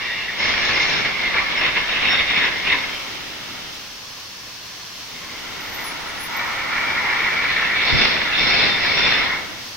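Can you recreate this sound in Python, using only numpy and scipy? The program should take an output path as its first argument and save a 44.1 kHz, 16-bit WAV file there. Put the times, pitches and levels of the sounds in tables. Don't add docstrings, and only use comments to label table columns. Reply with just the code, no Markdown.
import sys
import numpy as np
from scipy import signal
from scipy.fft import rfft, irfft
from scipy.io import wavfile

SR = 44100
rng = np.random.default_rng(int(sys.argv[2]) if len(sys.argv) > 2 else 0)


def digitize_waveform(pressure):
    field = np.atleast_2d(pressure).T
    bounded = np.clip(field, -1, 1)
    quanta = np.round(bounded * 32767).astype(np.int16)
    wavfile.write(sys.argv[1], SR, quanta)


N = 430416
TIME = np.arange(N) / SR
FREQ = np.maximum(np.fft.rfftfreq(1024, 1 / SR), 1)[:, None]
MOMENTS = np.arange(-(-N // 512) + 1) * 512 / SR


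def undb(db):
    return 10 ** (np.asarray(db) / 20)


def unit(x):
    return x / np.sqrt(np.mean(x ** 2))


def across(points):
    hz, value = np.transpose(points)
    return np.interp(np.log(FREQ), np.log(hz), value)


def over_time(points, t=TIME):
    return np.interp(t, *np.transpose(points))


def walk(rate_hz, t=TIME):
    steps = rng.standard_normal(4096)
    return np.sqrt(3 / 2) * np.interp(t * rate_hz, np.arange(len(steps)), steps)


def envelope(start_s, length_s, attack_s, release_s):
    t = TIME - start_s
    return np.clip(t / attack_s, 0, 1) * np.exp(-np.maximum(t - length_s, 0) / release_s)


TREMBLE_PER_S, TREMBLE_HZ = 28, 22


def resonances(modes, waver_db, widen_hz=0, bend=1):
    gain = 0
    for hz, width_hz, db in modes:
        centre_hz = hz * bend + TREMBLE_HZ * walk(TREMBLE_PER_S, MOMENTS)
        strength = undb(db + waver_db * walk(TREMBLE_PER_S, MOMENTS))
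        gain = gain + strength / (1 + (2 * (FREQ - centre_hz) / (width_hz + widen_hz)) ** 2)
    return gain


def turbulence():
    return rng.standard_normal((2, N))


def crackle(per_s, share):
    pops = (rng.random(N) < per_s / SR) * rng.standard_normal((2, N))
    return np.sqrt(share) * unit(pops) + np.sqrt(1 - share) * turbulence()


def radiate(drive, gain, likeness):
    likeness = np.clip(likeness + 0 * FREQ, -.98, .98)
    colour = gain / np.sqrt(np.sum(gain ** 2, axis=0))
    colour = colour * np.sqrt([1 + likeness, 1 - likeness])
    spectra = signal.stft(drive, nperseg=1024)[2]
    mid, side = signal.istft(spectra * colour)[1][:, :N]
    return np.array([mid + side, mid - side]) / np.std(mid)


HUM_HZ, HUM_DB = 115, -58.5


def hum(wander_hz=4, waver_db=3):
    phase = 2 * np.pi * np.cumsum(HUM_HZ + wander_hz * walk(30)) / SR
    return undb(HUM_DB) * unit(np.sin(phase) * undb(waver_db * walk(29)))


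HALL_T60_S, HALL_TREBLE_T60_S, HALL_SPLIT_HZ, HALL_DB = 1.1, 0.65, 1100, -8


def hall(x):
    t = TIME[:2 * SR]
    noise = rng.standard_normal((2, len(t)))
    lowpass = signal.butter(3, HALL_SPLIT_HZ, fs=SR, output="sos")
    low = signal.sosfiltfilt(lowpass, noise)
    tail = low * undb(-60 * t / HALL_T60_S) + (noise - low) * undb(-60 * t / HALL_TREBLE_T60_S)
    tail = tail * (t > .012)
    tail /= np.sqrt(np.sum(tail ** 2, axis=1, keepdims=True))
    return undb(HALL_DB) * signal.fftconvolve(x, tail, axes=1)[:, :N]


# (t/s, level/dB)
PUFFS = [(7.935, -22.5), (7.962, -24), (7.995, -29)]


def puffs(corner_hz=165):
    gain = FREQ / (FREQ + 20) / (1 + (FREQ / corner_hz) ** 2)
    push = sum(undb(db) * np.exp(-((TIME - s) / .013) ** 2) for s, db in PUFFS)
    return push * radiate(turbulence(), gain, -0.23)


# (t/s, level/dB)
AIR_ON_STEEL = [(0, -3), (.37, -7.5), (.45, 0), (2.8, -3.5), (3.1, -19.5), (3.66, -21), (3.95, -28.5),
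                (4.9, -31), (5.13, -24.5), (5.7, -17.5), (5.82, -14.5), (6.05, -16), (6.3, -13.5),
                (6.36, -6.5), (6.48, -8.5), (6.68, -7), (6.72, -2.5), (7.15, 0), (7.6, 1), (8.3, -3.5),
                (9.345, -1.5), (9.42, -17), (9.76, -29.5)]
LIFT_DB, LIFT_RANGE_DB = -20.5, 12.5
RUSH_SLOPE = 0.37


def torch_air():
    db = over_time(AIR_ON_STEEL)
    lift = np.clip((LIFT_DB - db) / LIFT_RANGE_DB, 0, 1)
    return undb(db), undb(RUSH_SLOPE * db) * (1 - lift), lift


# (f/Hz, relative level/dB per Hz)
JET = [(20, -8), (60, 3), (115, -2), (200, 1.5), (400, -2), (800, -2), (2000, 0), (3000, 1.5), (5600, 2.5),
       (6300, -0.5), (7200, -9.5), (10000, -14), (13000, -11.5), (16000, -11.5)]
# (f/Hz, correlation)
JET_LIKENESS = [(100, 0.81), (550, 0.53), (1050, 0.76), (1550, 0.2), (2100, 0.2), (2480, 0.25),
                (2700, 0.29), (3100, .3), (3900, 0.04), (6000, 0.15), (8000, -0.065)]
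# (f/Hz, width/Hz, level over jet/dB)
NOZZLE = [(1060, 150, 0), (1720, 190, -3), (2640, 170, -4), (3060, 200, -5), (3490, 260, -9),
          (4280, 160, -2), (4480, 180, 0.5), (5370, 220, 0.5), (6150, 200, -4)]
# (f/Hz, width/Hz, level over jet/dB)
WIDE_GAP = [(290, 140, 2), (2130, 240, 1), (3060, 220, -3), (3640, 170, -9), (5000, 260, -9)]
# (t/s, level/dB)
JET_SHIELDING = [(0, -3.5), (2.6, -1), (3.1, 2), (4.3, 1), (5.2, 2), (6.3, 0.8), (9.3, -1.5), (9.76, 4)]
JET_DB = -38.5
WIDE_GAP_RANGE_DB = 3.5


def free_jet(lift, waver_db=0.3):
    air_db = over_time(AIR_ON_STEEL, MOMENTS)
    near = np.exp(-((air_db - LIFT_DB) / WIDE_GAP_RANGE_DB) ** 2)
    nozzle = np.interp(MOMENTS, TIME, lift) * resonances(NOZZLE, waver_db=1.2)
    gap = near * resonances(WIDE_GAP, waver_db=1.2)
    gain = undb(across(JET)) * (1 + nozzle + gap)
    db = JET_DB + over_time(JET_SHIELDING) + waver_db * walk(15)
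    return radiate(turbulence(), gain, across(JET_LIKENESS)) * undb(db)


# (t/s, length/s, f/Hz, glide/Hz, width/Hz, level/dB)
WHISTLES = [(0, 0.35, 1940, 2, 160, -31), (0, 0.26, 2750, 3, 150, -34.5), (0, 0.32, 3620, 3, 110, -39.5),
            (0.39, 0.059, 2160, -60, 120, -25), (0.477, 0.48, 2085, 59.5, 94, -29),
            (0.38, 0.066, 5230, 113, 109, -34.5), (1.344, 0.062, 2100, -350, 170, -38),
            (1.569, 0.043, 5300, 0, 80, -32.5), (2.038, 0.17, 3680, -1, 125, -27.5),
            (2.064, 0.11, 5360, 90, 100, -31), (2.343, 0.1, 5380, -6, 80, -38),
            (2.393, 0.06, 1940, -230, 120, -25.5), (2.717, 0.029, 1040, -52, 89, -27),
            (2.83, 0.32, 3130, -1.5, 120, -42), (4.87, 0.51, 1080, -0.5, 100, -51),
            (4.88, .2, 3080, 0, 110, -51), (4.964, .3, 3630, 58, 110, -50), (5.1, .65, 2120, -40, 130, -46),
            (5.77, .14, 2050, 0, 150, -38), (5.57, 0.25, 13880, 0, 70, -48), (5.71, .14, 13690, 0, 70, -48),
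            (5.832, 0.069, 11000, 0, 60, -42), (5.83, 0.089, 10740, 0, 60, -46),
            (5.96, .18, 10660, 0, 40, -56), (6.18, 0.05, 10680, 0, 60, -43),
            (6.173, 0.081, 11180, 0, 50, -43), (6.195, .08, 13830, 0, 80, -46),
            (6.28, .21, 13940, 60, 60, -48), (7.87, 0.058, 3600, -3, 110, -27),
            (7.954, .13, 3530, 0, 90, -30), (8.33, 0.43, 3610, 0.5, 91.5, -29.5),
            (8.955, 0.19, 3560, 3, 80, -26)]
WHISTLE_ATTACK_S, WHISTLE_RELEASE_S = 0.018, 0.024
FLARES_PER_S, FLARE_DB = 24, 4.5


def whistles():
    out, freq = np.zeros(N), np.fft.rfftfreq(SR, 1 / SR)
    for s, length_s, hz, glide_hz, width_hz, db in WHISTLES:
        passband = np.exp(-((freq - hz) / width_hz) ** 2)
        narrow = irfft(rfft(rng.standard_normal(SR)) * passband)
        band = np.resize(signal.hilbert(narrow), N)
        slide_hz = glide_hz * np.clip((TIME - s) / length_s, 0, 1)
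        slide = 2 * np.pi * np.cumsum(slide_hz) / SR
        tone = np.real(band * np.exp(1j * slide)) * undb(FLARE_DB * walk(FLARES_PER_S))
        shape = envelope(s, length_s, WHISTLE_ATTACK_S, WHISTLE_RELEASE_S)
        out += undb(db) * shape * tone / np.sqrt(np.average(tone ** 2, weights=shape ** 2))
    return out


# (f/Hz, width/Hz, level/dB)
FLANGES = [(310, 200, -8), (930, 330, 3), (1350, 240, 4.5), (1920, 330, 2)]
# (t/s, length/s, level/dB)
HOVERS = [(2.7, 0.94, -36.5), (5.296, 0.31, -32), (5.65, 0.65, -32), (6.234, 1, -29.5), (9.1, 0.29, -32.5)]
# (f/Hz, correlation)
STEEL_LIKENESS = [(40, -0.021), (600, 0.18), (1000, 0.65), (1200, 0.38), (1420, 0.7), (1580, 0.25),
                  (1900, 0.82), (2300, 1), (2550, 0.27), (2800, 0.12), (3100, -0.41), (3520, -0.12),
                  (3850, -0.57), (4300, -0.091), (4750, -0.29), (5350, 0.55), (5850, -0.46), (6450, 0.5),
                  (8000, -1.2)]
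HOVER_ATTACK_S, HOVER_RELEASE_S = 0.18, 0.16


def wash(rush):
    gain = resonances(FLANGES, waver_db=1.5)
    hover = sum(undb(db) * envelope(s, length_s, HOVER_ATTACK_S, HOVER_RELEASE_S)
                for s, length_s, db in HOVERS)
    return radiate(turbulence(), gain, across(STEEL_LIKENESS)) * rush * hover


# (t/s, level/dB, f/Hz)
SPITS = [(0.538, -14, 2080), (0.578, -15, 2300), (0.711, -20, 2200), (1.342, -17, 2060), (2.008, -23, 2580),
         (2.418, -24, 2000), (7.627, -20, 1400), (7.791, -21, 2200), (7.883, -20, 2900), (8.166, -11, 2160),
         (8.177, -16, 2180)]
SPIT_RISE_S, SPIT_DECAY_S, SPIT_OCTAVES = 0.0006, 0.0026, 0.67


def spits():
    out, freq = np.zeros(N), np.maximum(np.fft.rfftfreq(SR, 1 / SR), 1)
    for s, db, hz in SPITS:
        passband = np.exp(-(np.log2(freq / hz) / SPIT_OCTAVES) ** 2)
        burst = irfft(rfft(rng.standard_normal(SR)) * passband)
        shape = envelope(s, SPIT_RISE_S, SPIT_RISE_S, SPIT_DECAY_S)
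        out += undb(db) * shape * np.resize(unit(burst), N)
    return out


# (t/s, length/s, strength/dB, extra spatter/dB)
SPURTS = [(1.03, 0.037, 1.5, -7), (1.182, 0.12, -4.5, -3), (1.326, 0.066, 4, -10), (1.49, 0.13, -4, 0.5),
          (1.593, 0.093, 3, 0), (1.737, 0.044, 2.5, 0.5), (1.862, 0.14, -4.5, 5), (2.002, 0.15, 2, 2),
          (2.16, 0.051, 3, -1), (2.26, 0.13, -1.5, 2.5), (2.347, 0.13, 2.5, -1), (2.643, 0.06, 0.5, 3),
          (2.696, 0.04, 5.5, -2), (7.1, 0.22, -28, 15), (7.403, 0.05, -15, 8), (7.47, 0.2, -8, 4),
          (7.737, 0.086, -7, 6), (7.987, 0.069, -3, 4.5), (8.1, 0.23, -4.5, -2.5),
          (8.302, 0.094, -13.5, 14.5), (8.57, 0.069, -2, 2), (9.032, 0.15, -0.5, 1), (9.167, 0.1, -8, 3)]
SPURT_ATTACK_S, SPURT_RELEASE_S = 0.03, 0.021
SAG_PER_S, SMEAR_HZ = 1, 90


def groove_shape():
    sag, smear_hz = 0, 0
    for s, length_s, db, _ in SPURTS:
        blown = min(undb(db), 1) * envelope(s, length_s, SPURT_ATTACK_S, SPURT_RELEASE_S)
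        sag = sag + blown * SAG_PER_S * (TIME - s - length_s / 2)
        smear_hz = smear_hz + blown * SMEAR_HZ
    return np.interp(MOMENTS, TIME, 1 - sag), np.interp(MOMENTS, TIME, smear_hz)


# (t/s, length/s, strength/dB)
BURNS = [(0.352, 0.18, -4), (0.56, 0.41, -3), (1.15, 2, -17.5), (7.81, 0.091, -1), (7.933, 0.11, 1),
         (8.349, 0.32, 0), (8.768, 0.22, -3), (8.92, 0.2, -2.5)]
# (roar/dB, groove/dB, spatter/dB, sizzle/dB)
BURN_MIX_DB = (-25.5, -25, -26, -29.5)
# (roar/dB, groove/dB, spatter/dB, sizzle/dB)
SPURT_MIX_DB = (-30.5, -24.5, -27, -51)
BURN_ATTACK_S, BURN_RELEASE_S = 0.065, 0.11
SPURT_RUSH_SLOPE = 0.53


def gouging_power():
    burning = sum((undb(db) * envelope(s, length_s, BURN_ATTACK_S, BURN_RELEASE_S)) ** 2
                  for s, length_s, db in BURNS)
    blown, droplets = 0, 0
    for s, length_s, db, spatter_db in SPURTS:
        spurt = (undb(db) * envelope(s, length_s, SPURT_ATTACK_S, SPURT_RELEASE_S)) ** 2
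        blown = blown + spurt
        droplets = droplets + spurt * undb(spatter_db) ** 2
    rush = blown ** SPURT_RUSH_SLOPE
    spurting = (rush, blown, droplets, rush)
    return [undb(burn_db) ** 2 * burning + undb(spurt_db) ** 2 * spurt
            for burn_db, spurt_db, spurt in zip(BURN_MIX_DB, SPURT_MIX_DB, spurting)]


# (f/Hz, relative level/dB per Hz)
ROAR = [(20, 0), (50, -2), (120, -1.5), (300, 0), (700, -0.5), (1100, -3), (1600, -1.5), (2500, -3),
        (4500, -5.5), (6000, -33), (8000, -68)]
# (f/Hz, relative level/dB per Hz)
HISS = [(1500, -23), (2480, -6), (2700, 4), (3000, 0.5), (3600, 0.5), (4500, -6), (5400, -5), (6300, -19.5),
        (8000, -60)]
SEALED_DB, WIDEN_HZ_PER_DB = -9, 10


def cut(ring, rush, gouging, groove, spatter, arc, roar_db, groove_db, hiss_db, waver_db,
        flutter_hz, flutter_db, pops_per_s, pop_share):
    likeness = across(STEEL_LIKENESS)
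    flutter = undb(flutter_db * walk(flutter_hz))
    sparks = crackle(pops_per_s, pop_share)
    leak_hz = WIDEN_HZ_PER_DB * np.maximum(SEALED_DB - over_time(AIR_ON_STEEL, MOMENTS), 0)
    bend, smear_hz = groove_shape()
    groove_gain = resonances(groove, waver_db, leak_hz + smear_hz, bend)
    roaring, ringing, spattering, sizzling = gouging
    parts = [
        (turbulence(), undb(across(ROAR)), (undb(roar_db) * rush) ** 2 + roaring),
        (turbulence(), undb(across(HISS)), (undb(hiss_db) * rush) ** 2),
        (crackle(pops_per_s, pop_share), groove_gain, (undb(groove_db) * ring) ** 2 + ringing),
        (sparks, resonances(spatter, waver_db), spattering),
        (sparks, resonances(arc, waver_db), sizzling),
    ]
    mix = sum(radiate(drive, gain, likeness) * np.sqrt(power) for drive, gain, power in parts)
    return unit(flutter) * mix


# (f/Hz, width/Hz, level/dB)
FIRST_GROOVE = [(984, 110, -10.5), (1140, 130, -7), (1440, 410, -12.5), (1725, 135, -1), (1920, 140, -5),
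                (2150, 160, 6.5), (2350, 140, -1.5)]
# (f/Hz, width/Hz, level/dB)
FIRST_SPATTER = [(2670, 670, 0.5), (3330, 200, -8), (3670, 140, 0.5)]
# (f/Hz, width/Hz, level/dB)
FIRST_ARC = [(4100, 200, -1), (4430, 160, 4), (5050, 220, 0), (5420, 220, 3.5), (6190, 150, -3),
             (6510, 73, -11.5)]


def first_cut(ring, rush, gouging):
    return cut(ring, rush, gouging, FIRST_GROOVE, FIRST_SPATTER, FIRST_ARC,
               roar_db=-34.5, groove_db=-25.5, hiss_db=-34.0, waver_db=3.5,
               flutter_hz=95.0, flutter_db=0.68, pops_per_s=3000, pop_share=0.32)


# (f/Hz, width/Hz, level/dB)
SECOND_GROOVE = [(996, 200, -9.5), (1390, 210, -5.5), (1763, 170, -3), (1930, 170, -2), (2100, 160, -2.5),
                 (2270, 190, 4)]
# (f/Hz, width/Hz, level/dB)
SECOND_SPATTER = [(2650, 370, 2), (3250, 250, -11.5), (3620, 460, 1), (4180, 150, -7)]
# (f/Hz, width/Hz, level/dB)
SECOND_ARC = [(4170, 360, -5), (4500, 230, -1), (4920, 270, -6), (5220, 180, 4), (5600, 79, 2)]


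def second_cut(ring, rush, gouging):
    return cut(ring, rush, gouging, SECOND_GROOVE, SECOND_SPATTER, SECOND_ARC,
               roar_db=-33.0, groove_db=-22, hiss_db=-36, waver_db=3.0,
               flutter_hz=129.0, flutter_db=0.93, pops_per_s=3500, pop_share=0.17)


BETWEEN_CUTS_S = 4.4


def scene():
    ring, rush, lift = torch_air()
    gouging = gouging_power()
    first = first_cut(ring, rush, gouging)
    second = second_cut(ring, rush, gouging)
    torch = np.where(TIME < BETWEEN_CUTS_S, first, second) + wash(rush) + spits()
    return torch + hall(torch) + whistles() + free_jet(lift) + hum() + puffs()


TOP_HZ = 15750


def record(dry):
    rounded = dry - .1 * dry ** 5
    lowpass = signal.ellip(10, .2, 80, TOP_HZ, fs=SR, output="sos")
    return signal.sosfilt(lowpass, rounded)


dry = scene()
out = record(dry)
digitize_waveform(out)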